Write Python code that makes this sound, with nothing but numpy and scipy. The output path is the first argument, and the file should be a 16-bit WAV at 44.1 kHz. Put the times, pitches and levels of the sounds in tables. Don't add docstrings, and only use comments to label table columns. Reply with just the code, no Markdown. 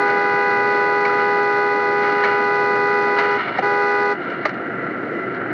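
import sys
import numpy as np
from scipy import signal
from scipy.fft import rfft, irfft
from scipy.io import wavfile
from scipy.ndimage import uniform_filter1d, minimum_filter1d

SR = 44100
rng = np.random.default_rng(int(sys.argv[2]) if len(sys.argv) > 2 else 0)


def put_to_file(sound):
    columns = np.atleast_2d(sound).T
    safe = np.clip(columns, -1, 1)
    whole_steps = np.round(safe * 32767)
    wavfile.write(sys.argv[1], SR, whole_steps.astype(np.int16))


def volts_from_decibels(level):
    exponent = np.asarray(level, float) / 20
    return 10 ** exponent


N = 243861
T = np.arange(N) / SR

# (on [s], off [s], rise [s], ring-out by 60 dB [s], level [dB])
PRESSES = [
    (-.05, 3.362, 0.014, 0.16, -0.08),
    (3.621, 4.125, 0.0057, 0.093, 0.03),
]
# (multiple of the pitch, rms level [dB])
LOW_PARTIALS = [(1, -22.5), (2, -23.5), (3, -27), (4, -36.5), (5, -34), (6, -55.5), (7, -57.5)]
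HIGH_PARTIALS = [(1, -32), (2, -26), (3, -24.5), (4, -27), (5, -39.5), (6, -68.5)]
# (low multiple, high multiple, rms level [dB])
CROSS_TONES = [(-1, 2, -41), (1, 1, -44.5), (1, 2, -47), (3, 1, -43.5), (4, 1, -51), (3, 2, -52),
               (1, 4, -58), (2, 5, -64), (1, 6, -61), (0, 7, -60), (1, 7, -62), (4, 5, -59), (3, 6, -61),
               (2, 7, -59), (1, 8, -59), (6, 4, -61), (4, 6, -60), (3, 7, -62)]
UNSEATED_DB = [-0.6, 0.8, -1, 3]
DULLING_DB = [1, -2.5, -0.4, -2]
# (frequency [Hz], gain [dB])
HISS_COLOUR = [(120, -36.5), (600, -2), (1080, -8.5), (1400, -8.5), (2150, -13), (2600, -15.5),
               (3300, -23.5), (4300, -16), (5000, -23), (6300, -32), (7300, -48), (9000, -48), (12000, -59),
               (14000, -78)]
# (frequency [Hz], gain [dB])
DRONE_COLOUR = [(30, -58), (80, -40.5), (112, -14.5), (361, -3), (430, -11), (700, -13.5), (1000, -25.5),
                (1400, -9), (1900, -17), (2200, -23), (2550, -32.5), (3000, -34), (3250, -48),
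                (5000, -80.5)]
# (frequency [Hz], width [Hz], level [dB])
PANELS = [(388, 210, -33.5), (693, 45, -40.5), (1368, 35, -33.5), (1986, 100, -38.5), (126.5, 35, -47.5),
          (4030, 650, -65.5), (5650, 840, -84.5)]
# (time [s], drone level [dB])
LOAD = [(0, 2.5), (.15, -0.5), (1.9, -.5), (2.05, -0.5), (2.2, -0.5), (3.3, 0.5), (3.56, 1), (3.9, -2.5),
        (4.25, 1), (4.6, -1), (4.95, -0.5), (5.13, -.5), (5.35, 0), (5.53, 0.5)]
# (time [s], rustle level [dB], dying away [s])
BUMPS = [(.09, -34.5, 0.092), (.3, -43, 0.28), (.72, -36.5, .2), (1.07, -35, 0.15), (1.192, -34, 0.089),
         (2.041, -28.5, 0.18), (2.25, -24.5, .1), (3.192, -26.5, .1), (3.25, -30, .08), (3.32, -31, .08),
         (3.4, -25.5, 0.12), (3.48, -27.5, 0.09), (3.575, -30, 0.034), (4.22, -35.5, .15), (4.3, -34.5, .1),
         (4.44, -33, 0.1), (5.345, -38.5, 0.047)]
# (frequency [Hz], gain [dB])
RUSTLE_COLOUR = [(120, -34.5), (900, -2.5), (1500, -1.9), (2200, -5.5), (2550, -14.5), (3000, -17),
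                 (3300, -24.5), (4300, -20), (4900, -33.5), (6300, -45.5), (7500, -61), (14000, -95)]
# (frequency [Hz], width [Hz], level [dB])
TRIM_RINGS = [(1330, 120, -6), (2150, 200, 3), (2900, 200, 7)]
# (time [s], peak level [dB], ring [Hz], fade by 60 dB [s])
KNOCKS = [(.075, -21.5, 2120, 0.06), (.095, -18, 1490, .08), (1.185, -26.5, 2255, 0.052),
          (1.05, -11, 2210, .035), (1.051, -15, 1850, .05), (2.236, -10, 1720, .06),
          (2.244, -15, 2250, .08), (3.184, -12, 2005, 0.14), (3.186, -11, 973, 0.14),
          (3.388, -27.5, 2100, 0.096), (3.418, -30.5, 2100, 0.043), (3.582, -14.5, 1925, .043),
          (3.587, -0.5, 761, 0.04), (3.59, -6, 503, .04), (3.594, -18, 280, 0.052),
          (3.576, -21, 898, 0.036), (4.299, -26, 2160, 0.054), (4.452, -7, 1990, .035),
          (4.4535, -2, 1210, .045), (4.454, -7, 608, .06), (4.481, -23, 1990, .04),
          (4.491, -17, 1990, .035), (4.539, -27.5, 1930, .043), (5.127, -18.5, 495, 0.097),
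          (5.345, -26.5, 2206, .04), (5.488, -16, 316, 0.072)]
# (frequency [Hz], gain [dB])
CRACK_COLOUR = [(120, -42), (700, -5.5), (2200, 0.5), (2550, -11.5), (3000, -12.5), (3300, -25),
                (4300, -14.5), (4900, -24.5), (6300, -31), (7500, -52.5), (11000, -54), (14000, -75.5)]
# (frequency [Hz], gain [dB])
FIZZ_COLOUR = [(300, -55), (2500, -23.5), (2900, -13), (3350, -23.5), (4300, -2.5), (4750, -4.5),
               (5000, -9.5), (6300, -16), (7300, -34.5), (9000, -27), (10500, -34.5), (12000, -41.5),
               (14000, -63.5)]

LOW_HZ, HIGH_HZ = 409.3, 494.45
SEATS_S, UNSEATED_FLAT_HZ, REPRESS_FLAT_HZ = 0.62, 1.9, 0.6
UNSEATED_HIGH_DB = 1
DUCK_DB, RECOVER_S = -4, 0.27
BUMP_RISE_S, RUSTLE_REST_DB = 0.03, -43.5
SECOND_MODE_RATIO = 0.69
CRACK_DB, CRACK_DB_PER_OCTAVE = -4, 9.5


def unit(x):
    return x / np.sqrt(np.mean(x ** 2))


def colour(x, points):
    hz, db = np.transpose(points)
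    grid = np.maximum(np.fft.rfftfreq(8192, 1 / SR), 1)
    log_gain = np.interp(np.log(grid), np.log(hz), db) * np.log(10) / 20
    cepstrum = irfft(log_gain)
    cepstrum[1:4096] *= 2
    cepstrum[4097:] = 0
    response = irfft(np.exp(rfft(cepstrum)))
    return signal.fftconvolve(x, response)[:len(x)]


def ring(x, hz, width_hz):
    return signal.lfilter(*signal.iirpeak(hz, hz / width_hz, fs=SR), x)


def walk(rate):
    k = int(SR / rate)
    held = np.repeat(rng.standard_normal(400)[:N // k + 1], k)[:N]
    return 1.3 * uniform_filter1d(uniform_filter1d(held, k), k)


def noise():
    return rng.standard_normal(N)


def button():
    swing = np.zeros(N)
    for on, off, rise, t60, db in PRESSES:
        up = 1 - np.exp(-np.clip(T - on, 0, None) / rise)
        after = np.clip(T - off, 0, None)
        ring_out = 0.79 * volts_from_decibels(-60 * after / t60)
        echo = 0.12 * volts_from_decibels(-60 * after / 0.35)
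        swing += volts_from_decibels(db) * up * (ring_out + echo)
    return swing


def horn(phase, partials, sways_db, spread, turn, flutter_db):
    tone = np.zeros(N)
    for k, db in partials:
        k = round(k)
        sway_db = sways_db[min(k, len(sways_db)) - 1]
        level_db = db + sway_db + flutter_db * walk(7.8)
        tone += np.sqrt(2) * volts_from_decibels(level_db) * np.cos(k * phase + spread * k * k + turn)
    return tone


def horns():
    unseated = np.clip((SEATS_S - T) / 0.04 + 0.5, 0, 1)
    worn = np.zeros(N)
    for on, off, *_ in PRESSES:
        worn += np.clip((T - on) / (off - on), 0, 1) ** 2 * (T > on) * (T < off + 0.25)

    low_hz = LOW_HZ - UNSEATED_FLAT_HZ * unseated - REPRESS_FLAT_HZ * (T > PRESSES[1][0])
    high_hz = HIGH_HZ + 0.25 * walk(2.488)
    low_phase = 2 * np.pi * np.cumsum(low_hz + 0.26 * walk(25)) / SR
    high_phase = 2 * np.pi * np.cumsum(high_hz + 0.26 * walk(25)) / SR

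    low_sways_db = [cold * unseated + dull * worn for cold, dull in zip(UNSEATED_DB, DULLING_DB)]
    high_sways_db = [UNSEATED_HIGH_DB * unseated + 0.4 * walk(2.5)]
    tones = horn(low_phase, LOW_PARTIALS, low_sways_db, spread=1.6, turn=1.66, flutter_db=0.4)
    tones += horn(high_phase, HIGH_PARTIALS, high_sways_db, spread=0.25, turn=3, flutter_db=0.6)

    pulsing = (1 + 1.4 * unit(tones)) * noise()
    hiss = unit(colour(pulsing, HISS_COLOUR)) * volts_from_decibels(-33.5 + 0.23 * walk(7.3))
    for m, n, db in CROSS_TONES:
        phase = round(m) * low_phase + round(n) * high_phase
        tones += np.sqrt(2) * volts_from_decibels(db + 0.5 * walk(11)) * np.cos(phase)
    return button() * (tones + hiss)


def ducking():
    shares = [(T > on) * np.exp(-np.clip(T - off, 0, None) / RECOVER_S) for on, off, *_ in PRESSES]
    return np.max(shares, axis=0)


def engines():
    beat = np.cumsum(24 * (1 + 0.06 * walk(5.6))) / SR % 1
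    throb = 1 + 0.5 * np.exp(-beat / 0.12)
    firings = throb * volts_from_decibels(0.85 * walk(9)) * noise()
    drone = unit(colour(firings, DRONE_COLOUR)) * volts_from_decibels(-26.5)
    for hz, width_hz, db in PANELS:
        panel = ring(ring(throb * noise(), hz, width_hz), hz, 2 * width_hz)
        drone += unit(panel) * volts_from_decibels(db + 1.8 * walk(11))
    load_db = np.interp(T, *np.transpose(LOAD))
    return drone * volts_from_decibels(load_db + DUCK_DB * ducking())


def shaking():
    power = volts_from_decibels(2 * RUSTLE_REST_DB)
    for s, db, dying in BUMPS:
        swell = np.where(T < s, (T - s) / BUMP_RISE_S, (s - T) / dying)
        power = power + volts_from_decibels(2 * db) * np.exp(2 * swell)
    return np.sqrt(power)


def trim_rattle():
    struck = rng.random(N) < 3000 / SR
    ticks = struck * volts_from_decibels(1.2 * rng.exponential(size=N)) * noise()
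    smear = np.exp(-T[:400] / 0.0066) * rng.standard_normal(400)
    rattle = unit(colour(np.convolve(ticks, smear)[:N], RUSTLE_COLOUR))
    rattle += sum(volts_from_decibels(db) * ring(rattle, hz, width_hz) for hz, width_hz, db in TRIM_RINGS)
    return rattle * shaking()


def knocks():
    out, t = np.zeros(N + 16000), T[:16000]
    rise = np.clip(t / 0.003, 0, 1)
    for s, db, hz, t60 in KNOCKS:
        first_mode = np.sin(2 * np.pi * hz * t)
        second_mode = volts_from_decibels(-8) * np.sin(2 * np.pi * SECOND_MODE_RATIO * hz * t)
        fade = volts_from_decibels(-60 * t / t60)
        crack_db = CRACK_DB + CRACK_DB_PER_OCTAVE * np.log2(hz / 2000)
        crack = unit(colour(rng.standard_normal(len(t)), CRACK_COLOUR)) * volts_from_decibels(crack_db)
        crack_fade = fade + volts_from_decibels(-10 - 60 * t / (2.5 * t60))
        blow = (first_mode + second_mode) * fade + crack * crack_fade
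        out[int(s * SR):][:len(t)] += volts_from_decibels(db - 4) * rise * blow
    return out[:N]


def scene():
    return (horns() + engines() + trim_rattle() + knocks())[None]


def top_cut(x):
    return signal.sosfilt(signal.butter(12, 14170, fs=SR, output="sos"), x)


def record(dry):
    x = dry[0]
    room_left = np.minimum(1, 0.56 / (np.abs(x) + 1e-9))
    x = x * uniform_filter1d(minimum_filter1d(room_left, size=181), size=181)

    bent = np.tanh(3.2 * x + 0.5) / 4.35
    bent -= x * np.dot(bent, x) / np.dot(x, x) + bent.mean()
    housing = rng.standard_normal(900) * np.exp(-T[:900] / 0.0015)
    smeared = np.convolve(bent, housing / np.linalg.norm(housing))[:N]
    fizz = volts_from_decibels(6.5) * colour(0.43 * bent + smeared, FIZZ_COLOUR)

    low_cut = signal.butter(2, 60, "high", fs=SR, output="sos")
    heard = signal.sosfilt(low_cut, x + fizz)
    return top_cut(heard[None])


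dry = scene()
out = record(dry)
put_to_file(out)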